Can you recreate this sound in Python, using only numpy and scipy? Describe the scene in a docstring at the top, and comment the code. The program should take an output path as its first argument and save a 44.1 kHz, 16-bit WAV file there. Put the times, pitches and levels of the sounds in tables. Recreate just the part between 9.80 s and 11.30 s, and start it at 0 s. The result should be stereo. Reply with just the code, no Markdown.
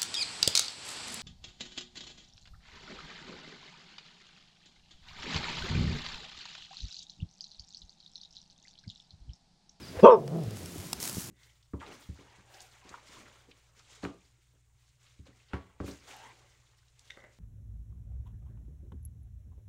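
"""A dry grass field at the forest edge. Close to the microphone a dog gives one deep woof, vocal folds
and breath ringing its open throat, then sinks into a low growl behind a nearly closed muzzle.
The trees answer faintly. Startled calves run off: stems rustle and snap a little to the right, feet thud.
Behind them are a distant bird, a thin insect whine and the open air.
The recorder's gain ducks under the woof and creeps back."""
import sys
import numpy as np
from scipy import signal
from scipy.fft import rfft, irfft, next_fast_len
from scipy.io import wavfile
from scipy.ndimage import uniform_filter1d, map_coordinates

SR = 44100
rng = np.random.default_rng(int(sys.argv[2]) if len(sys.argv) > 2 else 0)


def store_pcm(level_fs):
    """Save levels as 16-bit WAV."""
    pcm = np.round(np.clip(level_fs, -1, 1) * 32767).astype(np.int16)
    wavfile.write(sys.argv[1], SR, np.atleast_2d(pcm).T)


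N = 66150
T = np.arange(N) / SR


# the woof, close up: time_s, level_db, air_share, fundamental_db, mouth_opening_db
WOOF = [(.227, -33, .2, -39, -11.5), (.233, -15.5, 0.3, -17.5, -5), (.238, -9, 0.41, -17.5, -7.5),
        (.25, -2.5, 0.25, -16.5, -1), (.285, -1.5, 0.59, -42, 4), (.303, -2, 0.09, -32.5, 2.5),
        (.342, -4, 0.01, -29.5, -3), (.358, -14, 0.07, -36, -3.5), (.395, -29.5, 0.05, -36, -12)]
# tone colour of the woof: throat and mouth resonances, notched by the reflection off the ground:
# frequency_hz, gain_db
WOOF_SPECTRUM = [(60, -59), (150, -21.5), (310, -29.5), (385, 5.5), (480, 1.5), (600, 1.5), (680, -6),
                 (790, -24.5), (890, -4.5), (1010, -8), (1180, -11), (1370, -33), (1560, -27),
                 (1880, -51.5), (2100, -41.5), (2900, -44.5), (4600, -65.5), (6200, -60.5), (16000, -100.5)]
MOUTH_HZ, TREBLE_AIR_SHARE = 790, .15

def woof():
    """Chesty at first, harsh and open at the top of the pitch arch, clearer and darker as it falls."""
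    level_db, air_share, fundamental_db, mouth_db = curves(WOOF)
    fundamental, overtones, air = vocal_folds(WOOF_SPECTRUM, jitter=.013, air_share=air_share)
    # the treble passes only an open mouth
    treble = lambda x: filtered(x, lambda hz: 1 - 1 / (1 + (hz / MOUTH_HZ) ** 12))
    body = overtones - treble(overtones)
    rasp = amp(mouth_db) * treble(blend(overtones, air, TREBLE_AIR_SHARE))
    voice = amp(level_db) * (body + rasp + cavities())
    return during(WOOF, rise_s=.003, fall_s=.0037) * (voice + amp(fundamental_db) * fundamental)


# the growl after the woof: time_s, fundamental_db, overtones_db
GROWL = [(.38, -37, -26.5), (.47, -37.5, -40), (.515, -37, -34), (.565, -34, -28), (.62, -35.5, -37),
         (.66, -37.5, -44), (.73, -44, -47), (.79, -49.5, -57), (.84, -44, -46), (.9, -66.5, -51.5),
         (1, -46, -50.5), (1.08, -70, -56)]
# resonances of the nearly closed muzzle: frequency_hz, gain_db
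CLOSED_MUZZLE = [(70, -44), (165, 15), (280, -8), (365, 5), (520, -2.5), (740, -7), (860, -19.5),
                 (1200, -22.5), (2000, -47), (5000, -63.5)]
GROWL_SWAY_DB = 3

def growl():
    """The voice runs on, low and uneven, behind a nearly closed muzzle."""
    fundamental_db, overtones_db = curves(GROWL)
    fundamental, overtones, _ = vocal_folds(CLOSED_MUZZLE, jitter=.055, air_share=.7)
    chest = amp(fundamental_db + GROWL_SWAY_DB * wobble(per_s=55)) * fundamental
    return during(GROWL, rise_s=.014, fall_s=.03) * (chest + amp(overtones_db) * overtones)


# the dog's pitch through woof and growl: time_s, pitch_hz
DOG_PITCH = [(.228, 186.1), (.24, 215), (.25, 239), (.263, 268.9), (.279, 296.3), (.291, 252.8),
             (.308, 256), (.32, 234.9), (.343, 214.4), (.359, 181.1), (.43, 136.4), (.51, 137.9),
             (.545, 162.4), (.595, 163.3), (.63, 139), (.66, 116.6), (.78, 96.2), (.85, 86.6), (1, 92.4)]
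FLUTTER_PER_S, SHIMMER_DB, THIRD_HARMONIC_DB = 240, 1.5, -10

def vocal_folds(spectrum, jitter, air_share):
    """Unsteady folds give a fundamental, overtones and air chopped once a cycle; rough cycles vary."""
    pitch_hz, = curves(DOG_PITCH)
    phase = 2 * np.pi * np.cumsum(pitch_hz * (1 + jitter * wobble(FLUTTER_PER_S))) / SR
    pulses = sum(np.cos(k * phase) for k in range(2, 24))
    pulses += (amp(THIRD_HARMONIC_DB) - 1) * np.cos(3 * phase)
    pulses = steady(coloured(pulses, spectrum))
    chopped = rng.standard_normal(N) * (1 + .91 * np.cos(phase))
    air = steady(coloured(chopped, spectrum))
    shimmer = amp(SHIMMER_DB * air_share * wobble(FLUTTER_PER_S))
    overtones = steady(blend(pulses, air, air_share)) * shimmer
    return np.sqrt(2) * np.sin(phase), overtones, air


# mouth and nose resonances, levels relative to the woof: peak_s, level_db, width_s, pitch_hz
CAVITIES = [(.264, -29, 0.038, 2620), (.258, -31, .026, 3250), (.32, -42.5, 0.021, 3590),
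            (0.24, -44.5, 0.021, 5950), (.335, -41.5, 0.022, 5330)]
CAVITY_SINK_PER_S, CAVITY_WIDTH_SHARE = .5, .085

def cavities():
    """Air rings the narrow resonances of mouth and nose; each swells in turn and sinks as the jaw closes."""
    out = np.zeros(N)
    for peak_s, level_db, width_s, pitch_hz in CAVITIES:
        sinking_hz = pitch_hz * np.exp(-CAVITY_SINK_PER_S * (T - peak_s))
        out += swell(peak_s, level_db, width_s) * ringing(sinking_hz, CAVITY_WIDTH_SHARE * pitch_hz)
    return out


# puffs of breath just before the woof: peak_s, level_db, width_s
HUFFS = [(0.184, -42.5, 0.027), (.2, -35, 0.0042)]
# breath close to the microphone: frequency_hz, gain_db
BREATH_SPECTRUM = [(100, -18.5), (550, 7), (800, -5.5), (1400, -8.5), (1750, -8), (2200, -14.5),
                   (16000, -45.5)]

def huff():
    """Air escapes as the dog's mouth opens."""
    breath = unit(coloured(rng.standard_normal(N), BREATH_SPECTRUM))
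    return sum(swell(*puff) for puff in HUFFS) * breath


# grass brushed by the calves' legs: time_s, level_db
RUSTLE = [(0, -64.5), (.455, -58), (.478, -55), (.495, -58), (.73, -59), (.77, -50), (.81, -52),
          (1.08, -49), (1.16, -53.5), (1.196, -54.5), (1.208, -39), (1.27, -37), (1.33, -43.5),
          (1.4, -39.5), (1.5, -49)]
# dry blades: frequency_hz, gain_db
GRASS_SPECTRUM = [(300, -22), (800, -5), (2000, -7), (4000, -4), (6400, 1), (11800, -2), (15500, -7)]
CRACKLES_PER_S, CRACKLE_SPREAD_DB, CRACKLE_T60_S, HISS_SHARE = 2500, 6, .0042, .55

def rustle():
    """Dense tiny crackles over the hiss of sliding blades."""
    level_db, = curves(RUSTLE)
    ticks = rng.random(N) < CRACKLES_PER_S / SR
    sizes = amp(CRACKLE_SPREAD_DB * np.minimum(rng.exponential(size=N), 4))
    crackle = signal.fftconvolve(ticks * sizes, decay(T, CRACKLE_T60_S))[:N] * rng.standard_normal((2, N))
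    blades = blend(unit(crackle), rng.standard_normal((2, N)), HISS_SHARE)
    return amp(level_db) * unit(spread(coloured(blades, GRASS_SPECTRUM)))


# dry stems breaking, near and far: start_s, level_db, treble_corner_hz
SNAPS = [(0.4782, -16, 700), (0.636, -40.5, 8930), (.708, -39, 12000), (.77, -34.5, 3000),
         (0.859, -36.5, 9030), (1.1307, -18.5, 9000), (1.2018, -30.5, 12000), (1.228, -26.5, 11900),
         (1.2388, -28, 12000), (1.2546, -29.5, 15000), (1.275, -29.5, 14840), (1.2958, -29.5, 15000)]
# resonances of a stem: frequency_hz, gain_db
STEM_SPECTRUM = [(200, -6.5), (750, -1), (2000, -8.5), (4200, -4.5), (5250, 4), (6900, -3.5), (8200, 3.5),
                 (12000, -6.5), (16000, -5)]
SNAP_HOLD_S, SNAP_T60_S, TEAR_DB, TEAR_T60_S = .00039, .01, -19.5, .022

def snaps():
    """A stem cracks sharply and its fibres tear a little longer; far ones are duller."""
    cracks = np.zeros((2, N))
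    for start_s, level_db, corner_hz in SNAPS:
        age = np.maximum(T - start_s - SNAP_HOLD_S, 0)
        envelope = decay(age, SNAP_T60_S) + amp(TEAR_DB) * decay(age, TEAR_T60_S)
        burst = (T >= start_s) * amp(level_db) * envelope * rng.standard_normal((2, N))
        cracks += smoothed(burst, time_s=1 / (2 * np.pi * corner_hz))
    stem_gain = coloured(rng.standard_normal(N), STEM_SPECTRUM).std()
    return spread(coloured(cracks, STEM_SPECTRUM) / stem_gain)


# the calves' feet on soft ground: start_s, level_db, pitch_hz, t60_s
FOOTFALLS = [(0.171, -30.5, 82, 0.14), (0.679, -23.5, 188.6, 0.067), (0.959, -30, 302, 0.034),
             (0.996, -28, 116.3, 0.03), (1.37, -13, 165, 0.0074), (1.381, -20.5, 187, 0.03)]
THUD_RISE_CYCLES = .15

def footfalls():
    """Each footfall is a low, quickly damped push."""
    out = np.zeros(N)
    for start_s, level_db, pitch_hz, t60_s in FOOTFALLS:
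        age = np.maximum(T - start_s, 0)
        rise = 1 - np.exp(-age * pitch_hz / THUD_RISE_CYCLES)
        out -= amp(level_db) * rise * decay(age, t60_s) * np.sin(2 * np.pi * pitch_hz * age)
    return out


# the echo from the forest edge: frequency_hz, t60_s
FOREST_DECAY = [(150, 0.86), (500, 0.69), (1200, 0.22), (4000, 0.073)]
FOREST_DB, GROUND_DB, GROUND_T60_S = -31.5, -13.5, .12

def echoes(x):
    """Short scatter from the ground nearby and a long faint answer from the trees."""
    hz, t, bands = signal.stft(rng.standard_normal((2, SR)), SR, nperseg=256)
    bands = bands * decay(t, along(FOREST_DECAY, hz)[:, None])
    trees = signal.istft(bands, SR, nperseg=256)[1][:, :SR]
    ground = rng.standard_normal((2, SR)) * decay(T[:SR], GROUND_T60_S)
    tail = amp(FOREST_DB) * trees / np.linalg.norm(trees[0])
    tail += amp(GROUND_DB) * ground / np.linalg.norm(ground[0])
    return spread(signal.fftconvolve(x[None], tail, axes=1)[:, :N])


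# a bird far from the microphone: peak_s, level_db
CHIRPS = [(.033, -53.5), (.083, -53), (.217, -55)]
CHIRP_HZ, CHIRP_FALL_HZ_PER_S = 4950, 16900

def bird():
    """Short downward glides, blurred by the forest."""
    out = np.zeros(N)
    for peak_s, level_db in CHIRPS:
        glide_hz = CHIRP_HZ - CHIRP_FALL_HZ_PER_S * (T - peak_s)
        out += swell(peak_s, level_db, width_s=.014) * ringing(glide_hz, width_hz=346.5)
    return out


def insect():
    """A thin, flickering whine in the grass."""
    return amp(-75.5) * ringing(hz=15750, width_hz=60)


# the open field all around: frequency_hz, gain_db
AIR_SPECTRUM = [(25, -32), (64, -4), (110, -3), (360, -7), (520, -16.5), (1200, -19.5), (5000, -22.5),
                (15000, -39.5)]
AIR_DB = -47

def open_air():
    """Faint rumble and hiss of the open air, wavering slightly in level."""
    level = amp(AIR_DB + wobble(per_s=10.7))
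    return level * unit(spread(coloured(rng.standard_normal((2, N)), AIR_SPECTRUM)))


# likeness of the microphone's two sides: frequency_hz, correlation
STEREO_LIKENESS = [(300, .9995), (1000, .998), (3000, .99), (5000, .95), (8000, .8), (14000, .6)]

def spread(pair):
    """Two unrelated signals to left and right, alike in the bass."""
    turn = lambda hz: np.arccos(along(STEREO_LIKENESS, hz)) / 2
    mid, side = filtered(pair, lambda hz: np.array([np.cos(turn(hz)), np.sin(turn(hz))]))
    return np.array([mid + side, mid - side])


def amp(db):
    """Decibels to gain."""
    return 10 ** (np.asarray(db) / 20)


def unit(x):
    """Scaled to rms 1."""
    return x / np.sqrt(np.mean(x ** 2) + 1e-20)


def steady(x):
    """Held at rms 1 from moment to moment."""
    return x / np.sqrt(np.abs(uniform_filter1d(x ** 2, size=600)) + 1e-12)


def blend(a, b, share):
    """A mix that gives b this share of the power."""
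    return np.sqrt(1 - share) * a + np.sqrt(share) * b


def along(points, hz):
    """Reads (frequency_hz, value) points on a log axis."""
    points_hz, values = np.transpose(points)
    return np.interp(np.log(hz + 1), np.log(points_hz + 1), values)


def curves(rows):
    """One value per sample for each column after the time."""
    time_s, *columns = np.transpose(rows)
    return [np.interp(T, time_s, column) for column in columns]


def during(rows, rise_s, fall_s):
    """1 over the span of a curve, fading outside it."""
    start_s, end_s = rows[0][0], rows[-1][0]
    return np.interp(T, [start_s - rise_s, start_s, end_s, end_s + fall_s], [0, 1, 1, 0])


def swell(peak_s, level_db, width_s):
    """A bell-shaped envelope."""
    return amp(level_db) * np.exp(-.5 * ((T - peak_s) / width_s) ** 2)


def decay(age, t60_s):
    """Falls 60 dB every t60_s."""
    return amp(-60 * age / t60_s)


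def wobble(per_s):
    """A smooth random curve with per_s knots a second."""
    return map_coordinates(rng.standard_normal(4096), [T * per_s], mode='wrap')


def ringing(hz, width_hz):
    """Narrow noise around a centre that may move."""
    phase = 2 * np.pi * np.cumsum(np.broadcast_to(hz, N)) / SR
    return wobble(width_hz) * np.cos(phase) + wobble(width_hz) * np.sin(phase)


def smoothed(x, time_s):
    """A one-pole low-pass."""
    pole = np.exp(-1 / (time_s * SR))
    return signal.lfilter([1 - pole], [1, -pole], x)


def filtered(x, response):
    """x times a response of frequency."""
    size = next_fast_len(N + SR // 2)
    return irfft(rfft(x, size) * response(np.fft.rfftfreq(size, 1 / SR)), size)[..., :N]


def coloured(x, spectrum):
    """x through a causal filter shaped by (frequency_hz, gain_db) points."""
    size = 2 * next_fast_len(N)
    gain = amp(along(spectrum, np.fft.rfftfreq(size, 1 / SR)))
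    cepstrum = irfft(np.log(gain))
    cepstrum[1:size // 2] *= 2  # folded for minimum phase
    cepstrum[size // 2 + 1:] = 0
    return irfft(rfft(x, size) * np.exp(rfft(cepstrum)), size)[..., :N]


# the dog's place between the microphone ports: frequency_hz, left_minus_right_db
DOG_PAN = [(150, .4), (450, 1.5), (1100, -3), (5000, -1.5)]
# phase of its voice at the left port, behind the right: frequency_hz, lag_rad
DOG_LAG = [(150, .02), (500, .42), (1100, .45), (3000, .2)]
GRASS_RIGHT_DB = 1.1

def scene():
    """The dog beside the microphone, the grass a little to the right."""
    sides = np.array([[.5], [-.5]])
    ports = lambda hz: amp(sides * along(DOG_PAN, hz)) * np.exp(-1j * sides * along(DOG_LAG, hz))
    voice = huff() + woof() + growl()
    dog = filtered(voice + echoes(voice), ports)
    grass = (rustle() + snaps()) * amp(-GRASS_RIGHT_DB * sides)
    return dog + footfalls() + grass + bird() + insect() + open_air()


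DUCK_ABOVE_DB, DUCK_ATTACK_S, RECOVER_DB_PER_S = -10.5, .015, 25
LOW_CUT_HZ, TOP_HZ = 43, 15900

def record(dry):
    """The recorder's gain ducks fast and recovers slowly; deep bass is cut, peaks clip, the top is cut."""
    power = uniform_filter1d(np.mean(dry ** 2, axis=0), size=400)
    excess_db = np.maximum(10 * np.log10(np.abs(power) + 1e-12) - DUCK_ABOVE_DB, 0)
    recovery_db = RECOVER_DB_PER_S * T
    held_db = np.maximum.accumulate(excess_db + recovery_db) - recovery_db
    ducked = dry * amp(-smoothed(held_db, DUCK_ATTACK_S))
    thinned = filtered(ducked, lambda hz: hz ** 2 / np.sqrt(hz ** 4 + LOW_CUT_HZ ** 4))
    return filtered(np.clip(thinned, -1, 1), lambda hz: hz < TOP_HZ)


dry = scene()
out = record(dry)
store_pcm(out)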